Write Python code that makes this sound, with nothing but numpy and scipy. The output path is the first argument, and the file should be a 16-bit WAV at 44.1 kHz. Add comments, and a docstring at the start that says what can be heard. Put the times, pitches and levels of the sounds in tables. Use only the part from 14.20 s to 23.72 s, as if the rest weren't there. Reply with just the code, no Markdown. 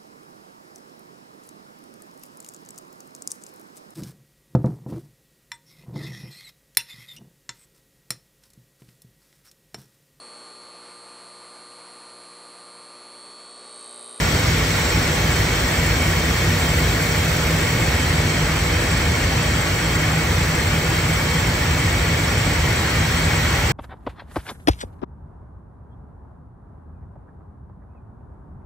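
"""A yarn twisting machine in a factory hall, from a hand-held stereo microphone close to its spindles.
From the start spindles hum and beat near 159 turns a second, bearings and rings whine, yarn hisses,
and the drive rumbles under churned air. Near 1 s the microphone rises past a ring, whose whistle drops
away, and the yarn sizzles. From 3 s it climbs above the yarn and draws back; just after 5 s it turns
aside and the yarn sizzles again. From 7 s it swings to face down the row, and air and hiss grow."""
import sys
import numpy as np
from scipy import signal
from scipy.fft import rfft, irfft, next_fast_len
from scipy.io import wavfile
from scipy.ndimage import map_coordinates

SR = 44100
rng = np.random.default_rng(int(sys.argv[2]) if len(sys.argv) > 2 else 0)


def inscribe(sig):
    """Save sig as 16-bit PCM at rate SR to the path in sys.argv[1].

    A 1-D sig is mono; a 2-D sig holds one channel per row.
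    Samples are clipped to [-1, 1] before scaling.
    """
    pcm = np.round(np.clip(np.atleast_2d(sig).T, -1, 1) * 32767)
    wavfile.write(sys.argv[1], SR, pcm.astype(np.int16))


N = 419832

# joint hum of the spindles near the microphone as they beat together: time_s, level_db, pitch_hz
NEAR_HUM = [(0, -34, 159.3), (.35, -28, 159), (.75, -34, 158.5), (1.1, -29.5, 158), (1.5, -43, 158),
            (1.7, -33, 159), (2.55, -27.5, 159.5), (2.85, -33, 159.5), (3.3, -27, 159.3), (3.7, -34, 157.5),
            (4.1, -27, 157), (4.75, -36, 159), (5.3, -35, 157), (5.95, -26.5, 158.5), (6.3, -32.5, 159.3),
            (7.1, -27.5, 159.3), (7.45, -33.5, 159.3), (8.8, -33.5, 159), (9.05, -26.5, 158.5),
            (9.3, -34, 158.5)]
# neighbouring spindles along the row: speed_hz, level_db
ROW_SPINDLES = [(148.1, -42), (156.1, -41.5), (164.3, -40), (167.8, -41), (174.9, -43.5)]
# harmonics of an unbalanced bobbin: speed_multiple, gain_db
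UNBALANCE_HARMONICS = [(1, 2), (2, -13), (3, -9)]
# whines of bearings and rings, each shared by many spindles, and at 502 Hz a narrow band at three times a row
# spindle's speed: pitch_hz, spread_hz, level_db
WHINE_BANDS = [(502, 4, -49), (860, 10, -46.3), (1122, 14, -43.8), (1300, 15, -49), (1425, 28, -42),
               (1600, 20, -48), (1830, 8, -47), (1878, 14, -45), (1968, 13, -42.3), (2066, 8, -45),
               (2128, 14, -44), (2165, 12, -41.5), (2197, 11, -39), (2238, 13, -38), (2283, 16, -39.3),
               (2365, 15, -50), (2425, 14, -44.5), (2515, 28, -45.5), (2640, 20, -46), (3100, 25, -41),
               (3230, 48, -40.7), (3490, 40, -49), (4300, 130, -42.5), (4545, 35, -46), (4690, 35, -48),
               (5514, 16, -49.5), (5660, 110, -45), (5798, 12, -49.5), (7603, 28, -39), (7730, 45, -45.5),
               (7975, 50, -39.3), (8160, 65, -46.5)]
# whines that follow the winding stroke: pitch_hz, rise_hz, crest_s, spread_hz, level_db
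STROKE_GLIDES = [(5800, 45, 2.5, 12, -47.8), (7595, 90, 4.1, 24, -42.5), (8005, 75, 2.45, 38, -40.5)]
# hiss of the running yarn: frequency_hz, relative_density_db
HISS_SPECTRUM = [(3000, -40), (6000, -9), (8500, 0), (10500, 0), (12000, -1.7), (13000, -3), (15700, -5)]
# spells in which the nearest yarn sizzles: start_s, end_s, level_db
SIZZLE_SPELLS = [(1.2, 4.0, -48.7), (5.3, 7.9, -51)]
# tones of shafts, belts and gears, and at 334.4 Hz a tone at twice a row spindle's speed: pitch_hz, level_db
DRIVE_TONES = [(48.1, -41.5), (56.1, -32), (59.3, -38), (69.3, -40), (73.5, -38), (77.1, -35.6),
               (79, -36.6), (83.2, -39.5), (85, -37.8), (87.8, -38), (90.6, -37.3), (96.3, -39.6),
               (99.1, -36.8), (104.7, -38.8), (115.4, -38.8), (117.6, -39.5), (120.7, -42), (127, -42.5),
               (201, -49), (252, -42), (258, -49), (317, -47.5), (328.5, -48.5), (334.4, -47.3),
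               (589, -44.7), (600.5, -48.5), (610.6, -50), (1495, -48), (1722, -50.5), (1889, -48.5)]
# drive rumble and churned air in the hall: frequency_hz, relative_density_db
ROAR_SPECTRUM = [(20, -25), (35, -18), (55, -6.5), (80, -3), (115, -4.5), (135, -6.5), (155, -7),
                 (180, -13.5), (200, -10.5), (400, -14), (700, -16.5), (1050, -18.5), (1550, -17.5),
                 (1900, -15.5), (2850, -22), (4500, -24.5), (4850, -26.5), (5400, -25), (6400, -28),
                 (7400, -28), (8400, -38), (12000, -108)]
# shimmer of the roar and the whines: frequency_hz, depth_db
SHIMMER_DEPTH = [(200, 0), (1000, 1.1), (2200, 1.6), (3000, 2.4), (4500, 2.4), (7000, 1.9)]
# the microphone's two spaced ports: frequency_hz, likeness (0-1), left_lead_rad
PORT_COHERENCE = [(90, 1, 0), (160, .995, 0), (300, .98, .03), (420, .91, .15), (520, .72, .35),
                  (620, .35, .28), (1000, .5, .1), (1350, .43, .1), (1850, .79, .2), (2200, .48, .7),
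                  (2600, .42, 1.2), (3150, .23, 2.5), (3600, .12, .6), (4200, .38, .7), (4900, .1, 1.5),
                  (5300, .4, .2), (5800, .75, .38), (6400, .7, .55), (7000, .62, 1.3), (7700, .85, 1.9),
                  (8700, .985, 3.05), (11200, .985, 3.25), (12400, .5, 4.6), (13500, .95, 6.1)]
# left port over right port: frequency_hz, gain_db
PORT_BALANCE = [(100, 0), (210, -.6), (330, -1.7), (500, -2.4), (770, 0), (1170, .8), (1800, 0)]

# the microphone's moves: start_s, end_s
LEAVE_RING = (0.82, 1.9)  # rises away from the spinning ring
PASS_RING = (1.1, 1.7)  # passes the edge of the nearest ring
LEAVE_YARN = (3.0, 4.4)  # climbs above the whirling yarn
LEAVE_BOBBIN = (3.1, 6.6)  # draws back from the nearest bobbin
TURN_AWAY = (5.2, 5.9)  # turns aside from that bobbin
FACE_ROW = (6.9, 11.8)  # turns to face down the row; about halfway round when the sound ends


def near_spindles():
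    """Close up, spindles hum near 159 Hz, swelling, sinking and wavering as they beat together."""
    times, levels, pitches = np.transpose(NEAR_HUM)
    t = np.arange(N) / SR
    return amp(np.interp(t, times, levels)) * tone(np.interp(t, times, pitches))


def spindle_overtone(pitch_hz=478, waver_hz=2.2, swell_db=1.5, level_db=-41.3, fall_db=4.5):
    """A faint tone at three times the spindle speed recedes as the microphone turns from the bobbin."""
    gain = amp(level_db - fall_db * progress(TURN_AWAY) + swell_db * wobble(2))
    return gain * tone(pitch_hz + waver_hz * wobble(10))


def row_spindles(drift=0.00298):
    """Farther along the row each spindle slips on the belt by its own share, so their hums beat."""
    pair = np.zeros((2, N))
    for channel in pair:
        for speed_hz, level_db in ROW_SPINDLES:
            turn = angle(speed_hz * (1 + drift * wobble(2)))
            channel += sum(amp(level_db + db) * np.sin(k * turn) for k, db in UNBALANCE_HARMONICS)
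    return np.sqrt(2) * pair


def ring_whistle(pitch_hz=5509, waver_hz=5, level_db=-44.5, fall_db=14):
    """The nearest ring sings a thin note that drops away as the microphone rises past it."""
    gain = amp(level_db - fall_db * progress(PASS_RING))
    return gain * tone(pitch_hz + waver_hz * wobble(30))


def bearing_whines():
    """Hundreds of slightly unequal bearings and rings merge into narrow bands; the lowest band, near 502 Hz,
    lies at three times a row spindle's speed."""
    def spectrum(hz):
        power = 0
        for pitch_hz, spread_hz, db in WHINE_BANDS:
            bell = np.exp(-.5 * np.minimum(((hz - pitch_hz) / spread_hz) ** 2, 100))
            power += amp(db) ** 2 / spread_hz * bell
        return np.sqrt(power)

    total_rms = np.sqrt(sum(amp(db) ** 2 for _, _, db in WHINE_BANDS))
    return total_rms * noise(spectrum)


def gliding_whines(stroke_s=3.95):
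    """Some rings rise in pitch and settle again once in every winding stroke."""
    t = np.arange(N) / SR
    out = np.zeros((2, N))
    for pitch_hz, rise_hz, crest_s, spread_hz, db in STROKE_GLIDES:
        lift = np.cos(np.pi * (t - crest_s) / stroke_s) ** 4
        out += amp(db) * noise_band(pitch_hz + rise_hz * lift, spread_hz)
    return out


def yarn(hiss_db=-34.5, fall_db=2.1, row_db=1.6, flutter_db=.45, lift_db=.6):
    """Yarn hisses through its guides, softer from above; each sizzle climbs and lifts the hiss."""
    sizzle_hz, rise_hz, spread_hz = 14230, 400, 115
    t = np.arange(N) / SR
    level_db = hiss_db - fall_db * progress(LEAVE_YARN) + row_db * progress(FACE_ROW)
    sizzle = np.zeros((2, N))
    for start_s, end_s, db in SIZZLE_SPELLS:
        elapsed = np.clip((t - start_s) / (end_s - start_s), 0, 1)
        swell = np.abs(np.sin(np.pi * elapsed))
        pitch_hz = sizzle_hz + rise_hz * np.sin(np.pi / 2 * elapsed)
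        sizzle += amp(db) * np.sqrt(swell) * noise_band(pitch_hz, spread_hz)
        level_db += lift_db * swell
    hiss = amp(level_db) * noise(lambda hz: amp(along(HISS_SPECTRUM, hz)))
    return (hiss + sizzle) * amp(flutter_db * wobble(20))


def drive(drift_hz=.2, fade_db=1.0):
    """Shafts and pulleys turn at unequal, nearly steady speeds, so their tones throb together; one tone, at
    334.4 Hz, lies at twice a row spindle's speed."""
    out = np.zeros((2, N))
    for pitch_hz, db in DRIVE_TONES:
        gain = amp(db) * unit(amp(fade_db * wobble(1)))
        out += gain * tone(pitch_hz + drift_hz * wobble(1.995))
    return out


def hall_roar(level_db=-20.5, flutter_db=0.22, row_db=2.5):
    """Rumble fills the hall; frame, air and rings fade with distance; the open row lifts the last two."""
    off_ring, off_bobbin = progress(LEAVE_RING), progress(LEAVE_BOBBIN)
    row_lift_db = row_db * progress(FACE_ROW)
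    frame_db = -0.83 - 1.1 * off_bobbin
    air_db = -0.45 - .5 * off_ring + row_lift_db
    rings_db = 0.5 - 1.54 * off_ring - off_bobbin + row_lift_db
    bands = [(0, 200, 0), (200, 700, frame_db), (700, 3300, air_db), (3300, SR, rings_db)]
    roar = noise(lambda hz: amp(along(ROAR_SPECTRUM, hz)))
    out = np.zeros((2, N))
    for low_hz, high_hz, db in bands:
        part = filtered(roar, lambda hz: (hz >= low_hz) & (hz < high_hz))
        out += amp(level_db + db + flutter_db * wobble(14)) * part
    return out


def shimmer(x, width_hz=60, life_s=.045):
    """Narrow stretches of the spectrum flare up and sink at random."""
    hz, t, spectra = signal.stft(x, SR, nperseg=2048)
    knots = rng.standard_normal((600, 300))
    grid = np.meshgrid(hz / width_hz, t / life_s, indexing="ij")
    flares = map_coordinates(knots, grid, mode="wrap")
    gain = amp(along(SHIMMER_DEPTH, hz)[:, None] * flares)
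    gain /= np.sqrt(np.mean(gain ** 2, axis=1, keepdims=True))  # each frequency keeps its mean power
    return signal.istft(spectra * gain, SR, nperseg=2048)[1][:, :N]


def microphone_ports(pair):
    """Two unrelated sound fields reach the spaced ports partly alike, shifted in phase and level."""
    def blend(hz):
        turn = np.arccos(np.clip(along(PORT_COHERENCE, hz), 0, 1)) / 2
        return np.array([np.cos(turn), np.sin(turn)])

    def shift(hz):
        side = np.array([[.5], [-.5]])  # half to the left, half to the right
        lead = np.exp(1j * side * along(PORT_COHERENCE, hz, column=2))
        return lead * amp(side * along(PORT_BALANCE, hz))

    common, apart = filtered(pair, blend)
    return filtered(np.array([common + apart, common - apart]), shift)


def amp(db):
    """Decibels to gain."""
    return 10 ** (np.asarray(db) / 20)


def unit(x):
    """x at rms 1."""
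    return x / np.sqrt(np.mean(x ** 2) + 1e-20)


def along(table, hz, column=1):
    """One column of a table read on a log-frequency axis."""
    columns = np.transpose(table)
    return np.interp(np.log(hz + 1), np.log(columns[0] + 1), columns[column])


def progress(move):
    """How far a move of the microphone has got, from 0 to 1."""
    return np.interp(np.arange(N) / SR, move, [0, 1])


def wobble(rate):
    """A smooth random curve, rate knots a second."""
    t = np.linspace(0, N / SR, 1000)
    coarse = map_coordinates(rng.standard_normal(400), [t * rate + 2], mode="wrap")
    steps = np.linspace(0, 1, N // (len(t) - 1) + 1, endpoint=False)
    return (coarse[:-1, None] + np.diff(coarse)[:, None] * steps).ravel()[:N]


def filtered(x, response):
    """x through a gain that depends on frequency."""
    size = next_fast_len(N + SR // 4)
    return irfft(rfft(x, size) * response(np.fft.rfftfreq(size, 1 / SR)), size)[..., :N]


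def angle(hz):
    """Angle of a shaft that turns at the given speed, from a random start."""
    turns = np.cumsum(hz) / SR + rng.random()
    return (2 * np.pi * (turns % 1)).astype(np.float32)


def tone(pitch_hz):
    """Two sines of rms 1 on one moving pitch, in unrelated phases."""
    return np.sqrt(2) * np.sin([angle(pitch_hz), angle(pitch_hz)])


def noise(shape):
    """Two unrelated noises of rms 1 with the given gain over frequency."""
    return unit(filtered(rng.standard_normal((2, N)), shape))


def noise_band(pitch_hz, spread_hz):
    """A narrow band of noise, rms 1, around a moving pitch."""
    rough = noise(lambda hz: np.exp(-np.minimum(hz / spread_hz / 2, 10) ** 2))
    return np.sqrt(2) * rough * np.sin(angle(pitch_hz))


def scene():
    """The hall, the hums and the nearest yarn and ring, heard at the microphone's two ports."""
    hall = shimmer(hall_roar() + bearing_whines()) + gliding_whines() + drive()
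    hums = row_spindles() + near_spindles() + spindle_overtone()
    return microphone_ports(hall + hums + yarn() + ring_whistle())


def record(dry, top_hz=15750):
    """The recorder keeps nothing above its band limit."""
    return filtered(dry, lambda hz: hz < top_hz)


dry = scene()
out = record(dry)
inscribe(out)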